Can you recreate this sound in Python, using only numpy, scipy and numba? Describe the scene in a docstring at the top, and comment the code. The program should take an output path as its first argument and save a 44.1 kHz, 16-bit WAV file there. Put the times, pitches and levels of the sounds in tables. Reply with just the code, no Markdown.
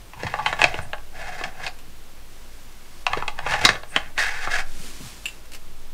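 """Close wooden knocks and scrapes: a small drawer is fumbled into a chest, pushed home and drawn out, twice.
Its edges strike and catch in the slot, ringing the wood and the hollow air inside; a second drawer
answers with light, bright taps. Hands brush and bump the cloth-covered table, fingertips skid on varnish.
Behind it all lies a small quiet room with soft hiss, low hum and the sway of the microphone stand."""
import sys
import numpy as np
from scipy import signal
from scipy.fft import rfft, irfft
from scipy.io import wavfile
from scipy.ndimage import uniform_filter1d
from numba import njit

SR = 44100
rng = np.random.default_rng(int(sys.argv[2]) if len(sys.argv) > 2 else 0)


def generate_wav(sig):
    """Save sig (samples, or channels by samples) to the path in sys.argv[1] as 16-bit PCM at SR."""
    pcm = np.round(np.clip(np.atleast_2d(sig).T, -1, 1) * 32767).astype(np.int16)
    wavfile.write(sys.argv[1], SR, pcm)


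N = 261674
T = np.arange(N) / SR

# The drawer knocking on the chest. Each row: start in seconds, main ring in Hz, level in dB,
# hardness in dB, extra thud in dB, seconds for the chatter to fall by 60 dB.
KNOCKS = [(.134, 2520, -42.5, -3, -20, 0.044), (0.2333, 1620, -33, 8, 6, 0.012),
          (.266, 1760, -29.5, 4, -35, 0.071), (.339, 1760, -25, -7.5, -14, 0.022),
          (.3885, 1660, -32.5, -35, -27, 0.056), (0.461, 3100, -18.5, 0.5, -44, 0.048),
          (0.5279, 1760, -23.5, -4, -6.5, 0.024), (.591, 1650, -26.5, -6, -16, 0.038),
          (.6168, 2530, -15, 1, -19, 0.011), (0.6293, 2630, -23, 0, -8, 0.017),
          (0.6407, 2480, -11, 4, -10.5, 0.024), (.7423, 2720, -28.5, -9, -4.5, .022),
          (.7888, 1550, -31, -17, -24, 0.01), (0.9322, 1560, -26.5, -9.5, -15, 0.028),
          (.982, 2800, -44.5, -18, -8, 0.02), (1.4114, 1670, -32.5, -10, -5, 0.03),
          (1.438, 1710, -28, 8.5, -20, 0.044), (1.598, 1680, -42, -12, -8, 0.041),
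          (1.6647, 2460, -30, 14.5, -39, .045), (1.678, 2480, -39, 19, -7, 0.027),
          (3.0659, 2450, -19.5, 6, -37, 0.022), (3.1327, 1780, -22.5, -1, -30, 0.015),
          (3.171, 1720, -35, 10, 9.5, 0.059), (3.2236, 1320, -30, -12, -9, 0.016),
          (3.2797, 2620, -25.5, 8, -14, 0.023), (3.379, 1660, -42, 1, -12, 0.059),
          (3.389, 1690, -30, 2, -11, 0.024), (3.463, 2410, -26.5, -7, -9, 0.044),
          (3.52, 1690, -25.5, 5, -29, 0.047), (3.538, 1750, -21.5, 2, -28, .04),
          (3.642, 3810, -45, 14, 15, 0.023), (3.6506, 3880, -15.5, 27, -7.5, 0.041),
          (3.6558, 3870, -15.5, -6, -32, 0.0078), (3.69, 1800, -14, 6.5, -13, 0.027),
          (3.754, 1460, -31.5, -3, -7, 0.03), (3.833, 1680, -37, -27, -13, 0.018),
          (3.9619, 3080, -15, -0.5, -11, 0.028), (4.179, 1500, -24.5, 4.5, -16, 0.024),
          (4.473, 1380, -28.5, -16, -3, 0.039)]
# A knock's registers: thud, hollow, wood, edge, snap. 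Each row: trim in dB, dB gained per dB of hardness.
KNOCK_REGISTERS = [(-0.5, 0), (1, -0.26), (0.5, 0.1353), (-12, 0.71), (-32.5, 0.6555)]
# The borders of those five registers in Hz, low to high.
REGISTER_EDGES_HZ = [150, 600, 1300, 3200, 6500, 15000]
# The wooden voice of drawer and chest. Each row: mode in Hz, width in Hz, gain in dB.
WOOD_MODES = [(501, 86, 0), (850, 79, 10), (1112, 176, 7), (1480, 170, 2.5), (1680, 70, 8),
              (1993, 190, 3.5), (2134, 200, -2), (2530, 71, 6), (2717, 190, 1), (3260, 96, 3),
              (3400, 130, -3.5), (3940, 450, 6.5), (4365, 89, 13), (4830, 250, 0.5), (5250, 150, -5),
              (6870, 2100, -4), (8600, 910, 7.5)]
# Air notes that move as the slot covers the drawer.
# Each row: time in seconds, drawer note in Hz, slot note in Hz.
AIR_NOTES = [(.2, 893, 1670), (.46, 798, 1840), (.75, 675, 1690), (1.65, 765, 1690), (3.07, 970, 1730),
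             (3.55, 846, 1790), (3.75, 590, 1470), (4.18, 720, 1890), (4.25, 764, 1760), (4.33, 820, 1680),
             (4.45, 820, 1640), (4.529, 730, 1720)]
# Five strokes: fumbled home, drawn out gently, fumbled and shoved home, jiggled loose, drawn out briskly.
# Each row of a stroke: time in seconds, rubbing effort in dB.
STROKE_EFFORTS = [
    [(.16, -56), (.21, -40), (.37, -44), (.49, -36), (.565, -45.5), (.615, -29.5), (.69, -39.5),
     (.78, -40.5), (.93, -66.5)],
    [(1.11, -68), (1.16, -42), (1.24, -40), (1.46, -42.5), (1.55, -57), (1.64, -35.5), (1.68, -44),
     (1.73, -78)],
    [(3.08, -65), (3.11, -41.5), (3.19, -41), (3.33, -63), (3.43, -48), (3.5, -27), (3.58, -35),
     (3.63, -27.5), (3.73, -34), (3.79, -48)],
    [(3.9, -60.5), (3.96, -30.5), (4.0, -39), (4.06, -49.5), (4.12, -61)],
    [(4.16, -53), (4.185, -24.5), (4.25, -27), (4.33, -34), (4.45, -32.5), (4.493, -39.5), (4.52, -27.5),
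     (4.61, -30.5), (4.65, -59)],
]
# The tone of each stroke. Each row, all in dB: hollow, grit, judder, slot against wood, spread of catches.
STROKE_COLOURS = [(0.5, -5, -2.5, -12, 3), (-0.5, -5, -12, 0, 1), (0.5, -6.5, -3, -4, 4.5),
                  (-7, -8.5, -13, -4, 4), (-4.5, -6, -22, 0, -0.3)]
# The fine rasp of the grain. Each row: frequency in Hz, relative level in dB.
GRIT_SPECTRUM = [(200, -45), (600, -33), (1000, 2), (1500, -38), (3000, 14), (4500, 16), (6500, 9),
                 (9000, 4.5), (11000, -5.5), (15500, -11)]
# Taps and dry scuffs on the second drawer. Each row: start in seconds, peak in dB, ring against crack in dB.
TAPS = [(1.788, -33, -14), (5.2564, -13.5, 13.5), (5.268, -35, 16), (5.2845, -25.5, 24),
        (5.456, -34.5, -12), (5.519, -27, -22), (5.535, -24, -8), (5.5476, -25, -15), (5.562, -38, -10)]
# The second drawer's voice, damped by the hand. Each row: mode in Hz, width in Hz, gain in dB.
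SECOND_DRAWER_MODES = [(387, 270, -4), (2120, 90, 0), (2675, 140, 17), (2790, 56, 16), (2880, 120, -5),
                       (3400, 110, 2), (3800, 150, -25), (7210, 240, 9), (8750, 51, -10)]
# Soft bumps of hand and drawer on the table. Each row: start in seconds, level in dB, pitch in Hz.
BUMPS = [(.232, -32, 259), (0.245, -22.5, 115), (.461, -41.5, 127), (0.641, -30, 130), (0.782, -26, 108),
         (0.849, -32.5, 95), (1.411, -35, 276), (1.457, -35, 171), (1.876, -36.5, 148), (3.172, -35, 410),
         (3.653, -26.5, 119), (3.69, -27, 129), (3.96, -32, 148), (4.479, -37, 110), (4.792, -33, 144),
         (5.001, -31.5, 187), (5.04, -34, 107)]
# Two passes of skin over wood and cloth. Each row of a pass: time in seconds, hiss in dB, rub in dB.
BRUSHES = [
    [(2.3, -56, -65), (2.82, -57.5, -66), (3.03, -52.5, -59)],
    [(4.66, -50.5, -58), (4.858, -40, -47), (4.954, -45, -53), (5.06, -41, -59), (5.186, -48, -58),
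     (5.298, -49, -62), (5.4, -56, -54)],
]
# The hiss of skin. Each row: frequency in Hz, relative level in dB.
SKIN_SPECTRUM = [(450, -18), (600, -2), (1500, -0.5), (4400, 0), (9000, -3), (15500, -15.5)]
# Fingertips skidding on varnish. Each row: centre in seconds, length in seconds, level in dB.
SKIDS = [(0.831, 0.035, -48.5), (3.914, 0.051, -48.5)]
# The room tone. Each row: frequency in Hz, relative level in dB.
ROOM_TONE_SPECTRUM = [(20, -20), (40, -17.5), (70, -24.5), (140, -31), (180, -30.5), (340, -33),
                      (580, -35.5), (1170, -37.5), (1450, -39), (2770, -40.5), (15500, -50)]
# The room's low hum. Each row: pitch in Hz, average level in dB.
HUM = [(45, -53.5), (49, -54), (99, -64.5), (120, -67.5)]
# The slow sway of the microphone stand. Each row: time in seconds, level in dB.
STAND_SWAY = [(.1, -46.5), (.7, -28.5), (2.9, -36), (3.25, -24), (3.8, -34), (4.7, -19.5), (5.2, -43.5),
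              (5.65, -27)]


def knocks(hollow_hz, blow=3.6, crack_db=-6, hollow_db=7, main_db=11, open_hz=825, muffle_db_per_octave=20.5):
    """A blow and a brief chatter of edges ring wood and air; hard corners are brighter, square hits thud."""
    out, t = np.zeros(N), np.arange(8192) / SR
    trim_db, hardness_slope = np.transpose(KNOCK_REGISTERS)
    for start, main_hz, level_db, hardness_db, thud_db, t60 in KNOCKS:
        force = rng.standard_normal(len(t)) * fade(t, t60)
        force[0] += blow
        air_hz = hollow_hz[int(start * SR)]
        air = resonate(force, np.full(len(t), air_hz), width_hz=160.0)
        main = resonate(force, np.full(len(t), float(main_hz)), width_hz=140.0)
        crack = band(force, 230, 13000, order=1)
        wood = ring_modes(force, WOOD_MODES)
        knock = wood + undb(main_db) * main + undb(hollow_db) * air + undb(crack_db) * crack
        register_db = level_db + trim_db + hardness_slope * hardness_db
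        register_db[0] += thud_db
        # once the slot covers the drawer, its air note sinks and weakens
        register_db[1] -= muffle_db_per_octave * max(np.log2(open_hz / air_hz), 0)
        for lo_hz, hi_hz, db in zip(REGISTER_EDGES_HZ, REGISTER_EDGES_HZ[1:], register_db):
            register = band(knock, lo_hz, hi_hz, order=3)
            attack_rms = np.std(register[:512])  # the first 12 ms
            add(out, start, register * undb(db) / attack_rms)
    return out


def sliding(hollow_hz, slot_hz, usual_effort_db=-41, wood_db=1, chest_db=-11, rumble_db=-7, uneven_db=1.8):
    """Stick-slip under an uneven hand drives the wood and the air in drawer, slot and chest."""
    stroke = np.searchsorted([curve[0][0] for curve in STROKE_EFFORTS[1:]], T)
    hollow_db, grit_db, judder_db, slot_db, _ = np.array(STROKE_COLOURS)[stroke].T
    effort = np.maximum(envelopes(STROKE_EFFORTS)[0], 0) / undb(usual_effort_db)
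    catches = np.choose(stroke, [slips(per_second=9000, spread_db=row[-1]) for row in STROKE_COLOURS])
    force = catches * undb(uneven_db * wander(rate_hz=110))
    walls = unit(band(ring_modes(force, WOOD_MODES), 1520, 2830))
    slot = cavity(force, slot_hz, width_hz=600.0)
    scrape = (walls + undb(slot_db) * slot) / np.hypot(1, undb(slot_db))  # the two share one power
    drawer_air = cavity(force, hollow_hz, width_hz=240.0)
    chest_air = cavity(force, hz=np.full(N, 488.0), width_hz=102.0)
    judder = undb(judder_db) * unit(band(force, 50, 152, order=3))
    rumble = undb(rumble_db) * unit(band(force, 15, 46))
    # pushing harder brightens the slide: the grit grows fastest, the lows slowest
    slide = (undb(wood_db) * effort * scrape
             + undb(hollow_db) * effort ** 0.69 * (drawer_air + undb(chest_db) * chest_air)
             + effort ** 0.5 * (judder + rumble)
             + undb(grit_db) * effort ** 1.09 * colour(force, GRIT_SPECTRUM))
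    return undb(usual_effort_db) * slide


def taps(blow=5.5, chatter_t60=0.065):
    """Hard corners touch the second drawer: a crack and a chatter, ringing where the wood is free."""
    out, t = np.zeros(N), np.arange(8192) / SR
    for start, peak_db, ring_db in TAPS:
        force = rng.standard_normal(len(t)) * fade(t, chatter_t60)
        force[0] += blow
        crack = band(force, 620, 6760, order=1)
        tap = crack + undb(ring_db) * ring_modes(force, SECOND_DRAWER_MODES)
        add(out, start, undb(peak_db) * tap / np.abs(tap).max())
    return out


def bumps(trim_db=-2, band_ratio=1.357, contact_s=0.00043, decay_cycles=22):
    """Padded blows give a dull, heavily damped thud; the lower, the longer."""
    out, t = np.zeros(N), np.arange(12000) / SR
    soft_attack = 1 - np.exp(-t / contact_s)
    for start, level_db, hz in BUMPS:
        push = rng.standard_normal(len(t)) * fade(t, decay_cycles / hz) * soft_attack
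        thud = band(push, hz / band_ratio, hz * band_ratio)
        add(out, start, undb(level_db + trim_db) * thud / np.abs(thud).max())
    return out


def hands(hiss_db=-1, rub_db=-2):
    """Skin hisses over wood and rubs dully on the cloth."""
    hiss_swell, rub_swell = envelopes(BRUSHES)
    grains = slips(per_second=12000, spread_db=-2.0)
    hiss = hiss_swell * colour(grains, SKIN_SPECTRUM)
    rub = rub_swell * unit(band(grains, 127, 440))
    return undb(hiss_db) * hiss + undb(rub_db) * rub


def skids(whisper_hz=8700.0):
    """A dry fingertip skids with a thin high whisper."""
    swell = sum(undb(db) * np.exp(-(2 * (T - centre) / length) ** 2) for centre, length, db in SKIDS)
    return swell * cavity(rng.standard_normal(N), np.full(N, whisper_hz), width_hz=2000.0)


def room(x, early_db=-12, tail_db=-15, predelay_s=0.0072):
    """Quick reflections from table and walls, then a short tail whose treble dies first."""
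    t = np.arange(SR // 2) / SR
    early, mids, treble = rng.standard_normal((3, len(t))) * (t > predelay_s)
    early = band(early, 190, 15000, order=1) * fade(t, t60=0.092)
    mids = band(mids, 420, 1480) * fade(t, t60=0.32)
    treble = 0.66 * band(treble, 2700, 19600) * fade(t, t60=0.26)
    response = (undb(early_db) * unit(early) + undb(tail_db) * unit(mids + treble)) / np.sqrt(len(t))
    return x + signal.fftconvolve(x, response)[:N]


def background(hiss_db=-50, waver_db=2.5, sway_hz=12.0, sway_trim_db=-1):
    """Steady hiss, a wavering low hum and the slow rocking of the stand."""
    hiss = colour(rng.standard_normal(N), ROOM_TONE_SPECTRUM)
    hiss *= undb(hiss_db) / np.std(band(hiss, 150, 15000))
    hum = np.zeros(N)
    for hz, db in HUM:
        level = undb(db + waver_db * wander(rate_hz=4.0))
        hum += level * np.sqrt(2) * np.sin(2 * np.pi * (hz * T + rng.random()))
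    rocking_hz = sway_hz + 1.43 * wander(rate_hz=4.8)
    rocking = np.sqrt(2) * np.sin(2 * np.pi * np.cumsum(rocking_hz) / SR)
    sway_db = sway_trim_db + np.interp(T, *np.transpose(STAND_SWAY))
    return hiss + hum + undb(sway_db) * rocking


def slips(per_second, spread_db):
    """Friction as a stream of tiny catches, many small and a few large; rms 1."""
    caught = rng.random(N) < per_second / SR
    strength = rng.standard_normal(N) * undb(spread_db * np.minimum(rng.exponential(size=N), 4))
    return unit(caught * strength)


def ring_modes(x, modes):
    """Ring a body's damped modes with the force x."""
    return sum(undb(db) * signal.lfilter(*signal.iirpeak(hz, hz / width, SR), x) for hz, width, db in modes)


def cavity(x, hz, width_hz):
    """A resonance with steep sides; rms 1."""
    return unit(resonate(resonate(x, hz, width_hz), hz, width_hz))


@njit
def resonate(x, hz, width_hz):
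    """State-variable band-pass whose centre may glide; gain 1 at the centre."""
    out, band_state, low_state = np.empty(len(x)), 0., 0.
    for i in range(len(x)):
        tuning, damping = np.tan(np.pi * hz[i] / SR), width_hz / hz[i]
        ring = (band_state + tuning * (x[i] - low_state)) / (1 + tuning * (tuning + damping))
        band_state = 2 * ring - band_state
        low_state += 2 * tuning * ring
        out[i] = damping * ring
    return out


def band(x, lo_hz, hi_hz, order=2):
    """Causal band-pass."""
    return signal.sosfilt(signal.butter(order, [lo_hz, hi_hz], "band", fs=SR, output="sos"), x)


def colour(x, spectrum):
    """Equalise x with a curve of (Hz, dB) points; rms 1."""
    hz, db = np.transpose(spectrum)
    bins_hz = np.maximum(np.fft.rfftfreq(len(x), 1 / SR), 1)
    gain = undb(np.interp(np.log(bins_hz), np.log(hz), db))
    return unit(irfft(rfft(x) * gain, len(x)))


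def envelopes(gestures):
    """One smooth gain curve for each dB column, silent between gestures."""
    out = 0
    for rows in gestures:
        times, *columns = np.transpose(rows)
        moving = (T > times[0]) * (T < times[-1])
        out = out + np.array([undb(np.interp(T, times, db)) * moving for db in columns])
    return uniform_filter1d(out, size=300, axis=1)


def wander(rate_hz):
    """Smooth random drift; rms 1."""
    hold = int(SR / rate_hz)
    return unit(uniform_filter1d(rng.standard_normal(N)[np.arange(N) // hold], hold))


def fade(t, t60):
    """Free decay by 60 dB in t60 seconds."""
    return np.exp(-np.log(1000) * t / t60)


def add(out, start_s, x):
    """Mix x into out from start_s."""
    i = int(start_s * SR)
    out[i:i + len(x)] += x[:N - i]


def undb(db):
    """Decibels to gain."""
    return 10 ** (np.asarray(db) / 20)


def unit(x):
    """Scale to rms 1."""
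    return x / np.sqrt(np.mean(x ** 2) + 1e-18)


def scene():
    """Everything on the table, heard in the room, in mono."""
    times, *notes = np.transpose(AIR_NOTES)
    hollow_hz, slot_hz = (np.interp(T, times, hz) for hz in notes)
    table = knocks(hollow_hz) + sliding(hollow_hz, slot_hz) + taps() + bumps() + hands() + skids()
    return (room(table) + background())[None]


def record(dry, ceiling=0.94, release_db_per_s=45., top_hz=15600):
    """A limiter holds the hardest knocks and recovers slowly; the top is cut."""
    over_db = 20 * np.log10(np.maximum(np.abs(dry) / ceiling, 1))
    recovery_db = release_db_per_s * T
    duck_db = np.maximum.accumulate(over_db + recovery_db) - recovery_db
    high_cut = signal.ellip(10, .2, 70, top_hz, fs=SR, output="sos")
    return signal.sosfilt(high_cut, dry * undb(-duck_db))


dry = scene()
out = record(dry)
generate_wav(out)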